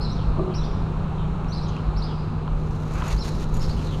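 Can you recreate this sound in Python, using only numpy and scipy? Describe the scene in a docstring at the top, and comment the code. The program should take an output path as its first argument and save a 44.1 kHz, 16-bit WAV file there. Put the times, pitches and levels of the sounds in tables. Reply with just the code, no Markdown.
"""Traffic rumbles overhead, an engine hums and sparrows chirp, heard from one microphone just above the
water under a steel road bridge. Tyres roar, the deck heaves under its load and wheels thump over a joint.
The birds' buzzy whistles echo between girders and water; two drips fall. Near the end a sleeve brushes
past the microphone, its fibres catching and slipping, while a fishing rod knocks and its reel clicks."""
import sys
import numpy as np
from scipy import signal
from scipy.fft import rfft, irfft
from scipy.io import wavfile

SR = 44100
rng = np.random.default_rng(int(sys.argv[2]) if len(sys.argv) > 2 else 0)


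def transcribe(signal):
    """Save signal, clipped to [-1, 1], as a 16-bit WAV file at the path in sys.argv[1]."""
    frames = np.atleast_2d(signal).T
    limited = np.clip(frames, -1, 1)
    pcm = np.round(limited * 32767).astype(np.int16)
    wavfile.write(sys.argv[1], SR, pcm)


N = 176400

# rumble of the deck overhead: (frequency [Hz], relative density [dB])
RUMBLE_SPECTRUM = [(18, 0), (32, -8), (52, -2.5), (70, -10), (105, -7.5), (130, -14.5), (230, -16.5),
                   (290, -23.5), (380, -23.5), (500, -26)]
# the rumble follows the load on the deck: (time [s], relative level [dB])
RUMBLE_LEVEL = [(0, 0), (.6, 0.5), (1.1, -1), (2.2, -1.45), (4, 1.55)]
# tyre roar from the road above: (frequency [Hz], relative density [dB])
TYRE_SPECTRUM = [(200, -18), (360, -2.5), (520, -11), (850, -3.5), (1310, -7), (1600, -17), (1950, -23.5),
                 (2600, -21), (3300, -27.5), (4100, -24.5), (4700, -36.5), (6800, -38), (11500, -51),
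                 (13500, -64)]
# course of that roar: (time [s], relative level [dB])
ROAR_LEVEL = [(0, -41), (2.0, -41), (2.7, -43.5), (4, -43)]
# engine of a passing vehicle: (time [s], pitch [Hz], level [dB])
PASSING_ENGINE = [(0, 185.8, -43), (1.0, 183.2, -35.5), (1.8, 180.5, -36.5), (2.1, 178, -48.5),
                  (4, 181, -43.5)]
# sparrows near the microphone:
# (time [s], length [s], start pitch [Hz], middle pitch [Hz], end pitch [Hz], relative level [dB])
NEAR_CHIRPS = [(.005, 0.037, 4020, 4410, 4300, -44), (.007, 0.041, 4630, 5210, 4500, -45.5),
               (.044, .024, 4230, 4020, 3980, -43), (.075, 0.048, 4190, 4060, 3790, -49),
               (.088, 0.048, 4980, 5300, 6070, -51), (.538, 0.036, 3640, 5600, 4290, -42.5),
               (.577, 0.024, 3950, 3936, 3830, -45), (.609, 0.033, 3310, 3590, 3400, -47.5),
               (.636, 0.024, 3660, 4920, 4350, -48), (1.48, 0.043, 5200, 5840, 5940, -55),
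               (1.518, 0.035, 3670, 4560, 4160, -43.5), (1.524, 0.065, 4650, 5100, 4460, -49.5),
               (1.568, 0.039, 3955, 4120, 4150, -46.5), (1.612, 0.034, 4300, 5260, 5650, -50),
               (1.96, 0.041, 3470, 5420, 4040, -45.5), (2.018, 0.036, 3480, 4840, 4250, -41.5),
               (3.173, 0.053, 3900, 5360, 4580, -43.5), (3.207, 0.027, 4420, 4100, 3950, -43.5),
               (3.6, 0.05, 4390, 5290, 3500, -44), (3.692, .027, 3700, 4700, 4120, -44)]
# birds far down the span:
# (time [s], length [s], start pitch [Hz], middle pitch [Hz], end pitch [Hz], relative level [dB])
FAR_CHIRPS = [(.16, 0.063, 3680, 3340, 2940, -59.5), (.505, 0.0523, 2970, 2806, 2700, -55),
              (1.155, 0.057, 4200, 4100, 3700, -70), (1.165, 0.1, 3400, 3280, 2930, -59.5),
              (1.645, 0.15, 3600, 3126, 2990, -59.5), (1.67, 0.031, 6730, 6500, 6400, -56.5),
              (2.06, 0.076, 3880, 3270, 2920, -55), (3.76, 0.076, 3090, 2854, 2560, -55),
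              (3.84, 0.11, 4030, 3760, 2650, -52)]
# heaves of the deck: (time [s], peak level [dB])
DECK_HEAVES = [(.29, -18), (.6, -21.5), (1.879, -19), (1.975, -17), (2.53, -17.5), (3.16, -15),
               (3.525, -19)]
# wheels hitting the joint overhead: (time [s], strength [dB])
WHEEL_HITS = [(.381, -29), (.393, -23), (.411, -28), (.433, -30), (.46, -31), (.476, -32), (.495, -31)]
# modes of the joint: (frequency [Hz], ring time [s], gain [dB])
JOINT_MODES = [(194, 0.0048, 1), (365, 0.0081, 2.5), (636, 0.0037, -1.5), (734, 0.0058, -9.5),
               (1157, 0.0028, -9)]
# drips landing on the water: (time [s], strength [dB])
DRIP_HITS = [(1.445, -42), (1.766, -36)]
# ring of a drip: (frequency [Hz], ring time [s], gain [dB])
DRIP_MODES = [(2630, 0.00088, 3), (3120, 0.00034, -2), (6000, 0.00012, -5)]
# knocks on the rod: (time [s], strength [dB])
ROD_KNOCKS = [(2.478, -24), (3.022, -19.5), (3.04, -30)]
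# modes of the rod: (frequency [Hz], ring time [s], gain [dB])
ROD_MODES = [(1043, 0.0023, -4), (1260, 0.0011, -4), (3030, 0.0003, -10)]
# pressure of the sleeve, heard as hiss: (time [s], relative level [dB])
RUB_LEVEL = [(2.5, -71), (2.72, -67.5), (2.9, -63.5), (3.04, -56), (3.09, -51), (3.14, -51.5), (3.16, -58),
             (3.215, -64), (3.24, -51.5), (3.285, -49), (3.32, -60), (3.43, -55), (3.465, -67), (3.53, -62),
             (3.63, -55.5), (3.76, -61.5), (3.85, -59.5), (3.99, -62)]
# cloth right at the microphone: (frequency [Hz], relative density [dB])
RUB_SPECTRUM = [(150, 4), (420, 8), (700, 7.5), (1300, 10), (2200, 6.5), (3200, 4), (4100, 9), (5200, 2.5),
                (6600, 5.5), (7900, -4.5), (13000, -11), (15000, -24)]
# dull scuff of the arm: (time [s], level [dB])
SCUFF_LEVEL = [(2.88, -51), (2.97, -38), (3.13, -36.5), (3.17, -72)]
# colour of that scuff: (frequency [Hz], relative density [dB])
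SCUFF_SPECTRUM = [(300, 2), (1300, 5.5), (1900, -6.5), (2600, -3), (4000, -32)]
# clicks of the reel: (time [s], strength [dB])
REEL_CLICKS = [(2.938, -31.5), (3.081, -23.5), (3.542, -26), (3.569, -29), (3.595, -32), (3.627, -31)]
# metal modes of the reel: (frequency [Hz], ring time [s], gain [dB])
REEL_MODES = [(6630, 0.00077, -11), (6950, 0.006, -21), (8000, 0.0002, -11), (11300, .003, -27.5),
              (12900, 0.00014, -14.5)]


def from_db(db):
    """Decibels to gain."""
    return 10 ** (np.asarray(db) / 20)


def rms_one(x):
    """Scale to unit power."""
    return x / np.sqrt(np.mean(x ** 2) + 1e-20)


def clock():
    """Time of each sample [s]."""
    return np.arange(N) / SR


def in_time(rows):
    """One curve per column after the time, joining the rows by straight lines."""
    times, *columns = np.transpose(rows)
    return [np.interp(clock(), times, column) for column in columns]


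def drift(rate_hz):
    """Random wander, mostly slower than rate_hz; spread 1."""
    step, settle = 40, 2000  # samples per point, points dropped
    pole = np.exp(-2 * np.pi * rate_hz * step / SR)
    white = rng.standard_normal(N // step + settle + 2)
    slow = signal.lfilter([1], [1, -2 * pole, pole * pole], white)[settle:]
    return np.interp(np.arange(N) / step, np.arange(len(slow)), rms_one(slow))


def coloured(x, spectrum):
    """Give a signal a smooth spectrum that falls off steeply beyond its ends; rms 1."""
    hz, db = np.transpose(spectrum)
    bins_hz = np.maximum(np.arange(N // 2 + 1) * SR / N, 1)
    skirts = np.minimum(1, np.minimum(bins_hz / hz[0], hz[-1] / bins_hz)) ** 4
    gain = from_db(np.interp(np.log(bins_hz), np.log(hz), db))
    return rms_one(irfft(rfft(x) * skirts * gain, N))


def noise(spectrum):
    """Coloured noise; rms 1."""
    return coloured(rng.standard_normal(N), spectrum)


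def struck(hits, modes):
    """Each hit rings the modes, each with a slightly random strength; they swell briefly and die."""
    out, t = np.zeros(N + SR), np.arange(SR // 5) / SR
    for at_s, hit_db in hits:
        i = int(at_s * SR)
        for hz, ring_s, db in modes:
            gain = from_db(hit_db + db + rng.normal(0, 1))
            envelope = t / ring_s * np.exp(1 - t / ring_s)
            out[i:i + len(t)] += gain * envelope * np.sin(2 * np.pi * hz * t)
    return out[:N]


def span_echo(x, t60_s, split_hz=4350):
    """Dense echo between girders and water; above split_hz it dies twice as fast."""
    lowpass = signal.butter(12, split_hz, fs=SR, output="sos")
    bandpass = signal.butter(2, [split_hz, 2 * split_hz], "band", fs=SR, output="sos")
    dull = signal.sosfilt(lowpass, rng.standard_normal(N))
    bright = signal.sosfilt(bandpass, rng.standard_normal(N))
    fall_db = -60 * np.minimum(clock() / t60_s, 2)
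    tail = dull * from_db(fall_db) + bright * from_db(2 * fall_db)
    return signal.fftconvolve(x, tail / np.sqrt(np.sum(tail ** 2)))[:N]


def traffic(rumble_db=-25.5, tyre_gain_db=2.5):
    """Overhead, the deck rumbles with its load and tyres roar on the road."""
    (load_db,), (roar_db,) = in_time(RUMBLE_LEVEL), in_time(ROAR_LEVEL)
    rumble = from_db(rumble_db + load_db) * noise(RUMBLE_SPECTRUM)
    tyres = from_db(tyre_gain_db + roar_db) * noise(TYRE_SPECTRUM)
    return rumble + tyres


def engines(hum_hz=153.85, hum_db=-30):
    """One steady hum and a fainter, less even passing engine that beats against it."""
    hz, db = in_time(PASSING_ENGINE)
    hum_gain = from_db(hum_db - 0.5 * drift(7.4))
    hum_phase = 2 * np.pi * np.cumsum(hum_hz + 0.15 * drift(4)) / SR
    passing_gain = from_db(db + 2 * drift(6))
    passing_phase = 2 * np.pi * np.cumsum(hz + 2 * drift(6.3)) / SR
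    return np.sqrt(2) * (hum_gain * np.sin(hum_phase) + passing_gain * np.sin(passing_phase))


def whistles(notes, trill_hz=380, rasp_hz=300, overtone_db=-24):
    """Each note is a buzzy whistle whose pitch arches from start to end, with a breathy overtone."""
    out = np.zeros(N)
    warble = 1 + .009 * drift(280)
    trill = .3 * np.sin(2 * np.pi * trill_hz * clock() + 2 * drift(16))
    rasp = .24 * noise([(60, 0), (rasp_hz, 0)])
    flutter = rms_one(1 + trill + rasp)
    haze = from_db(overtone_db) * noise([(60, 0), (2 * rasp_hz, 0)])
    for at_s, length_s, start_hz, middle_hz, end_hz, db in notes:
        i = np.arange(int(at_s * SR), min(int((at_s + length_s) * SR), N))
        progress = np.linspace(0, 1, len(i))
        glide_hz = start_hz + (end_hz - start_hz) * progress
        arch_hz = (middle_hz - (start_hz + end_hz) / 2) * (1 - abs(2 * progress - 1) ** 2.6)
        phase = 2 * np.pi * np.cumsum((glide_hz + arch_hz) * warble[i]) / SR
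        swell = np.clip(np.minimum(progress, 1 - progress) / .11, 0, 1)  # fades over 11% at each end
        tone = flutter[i] * np.sin(phase) + haze[i] * np.sin(2 * phase)
        out[i] += np.sqrt(2) * from_db(db) * swell * tone
    return out


def birds(direct_db=-2.5, girder_db=-6, span_db=-5, scatter_hz=330):
    """Near sparrows reach the microphone directly and by echo, far birds by blurred echo alone."""
    scatter = [(20, 0), (scatter_hz, 0)]  # multiplying by this noise band spreads the echo in pitch
    near = whistles(NEAR_CHIRPS)
    far = whistles(FAR_CHIRPS) * noise(scatter)
    off_girders = span_echo(from_db(girder_db) * near + far, t60_s=.13)
    down_span = span_echo(near * noise(scatter) + far / 2, t60_s=1.68)
    return from_db(direct_db) * near + off_girders + from_db(span_db) * down_span


def deck_heaves(centre_hz=46.64, half_width_s=.033):
    """The deck heaves under a load: short, deep swells, each at its own pitch."""
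    out, t = np.zeros(N), clock()
    for at_s, db in DECK_HEAVES:
        hz = centre_hz * (1 + .18 * rng.uniform(-1, 1))
        swell = np.exp(-((t - at_s) / half_width_s) ** 2)
        out += from_db(db) * swell * np.sin(2 * np.pi * (hz * t + rng.random()))
    return out


def joint_thumps(echo_gain=.315):
    """Wheels strike the joint overhead and the deck rings on."""
    thumps = struck(WHEEL_HITS, JOINT_MODES)
    return thumps + echo_gain * span_echo(thumps, t60_s=.3)


def drips():
    """Drops hit the water with a brief ring."""
    return struck(DRIP_HITS, DRIP_MODES)


def tackle():
    """Knocks ring the rod; the metal reel gives small, bright clicks."""
    return struck(ROD_KNOCKS, ROD_MODES) + struck(REEL_CLICKS, REEL_MODES)


def sleeve(rub_gain_db=10.5, fibres_per_s=14000, spread_db=2.8):
    """At the microphone, cloth fibres catch and slip in dense tiny clicks; the arm adds a dull scuff."""
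    (rub_db,), (scuff_db,), t = in_time(RUB_LEVEL), in_time(SCUFF_LEVEL), clock()
    sizes = rng.standard_normal(N) * from_db(spread_db * np.minimum(rng.exponential(1, N), 4))
    slips = sizes * (rng.random(N) < fibres_per_s / SR)
    catch_db = 2 * drift(45)  # the cloth catches in small surges
    rubbing = t > RUB_LEVEL[0][0]
    scuffing = (t > SCUFF_LEVEL[0][0]) & (t < SCUFF_LEVEL[-1][0])
    hiss = from_db(rub_gain_db + rub_db + catch_db) * rubbing * coloured(slips, RUB_SPECTRUM)
    return hiss + from_db(scuff_db) * scuffing * noise(SCUFF_SPECTRUM)


def scene():
    """Everything at one microphone under the bridge, just above the water."""
    bridge = traffic() + engines() + birds() + deck_heaves() + joint_thumps()
    return (bridge + drips() + tackle() + sleeve())[None]


def record(dry, cutoff_hz=15000):
    """The top of the microphone's signal is cut steeply."""
    return signal.sosfilt(signal.ellip(10, .1, 80, cutoff_hz, fs=SR, output="sos"), dry)


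dry = scene()
out = record(dry)
transcribe(out)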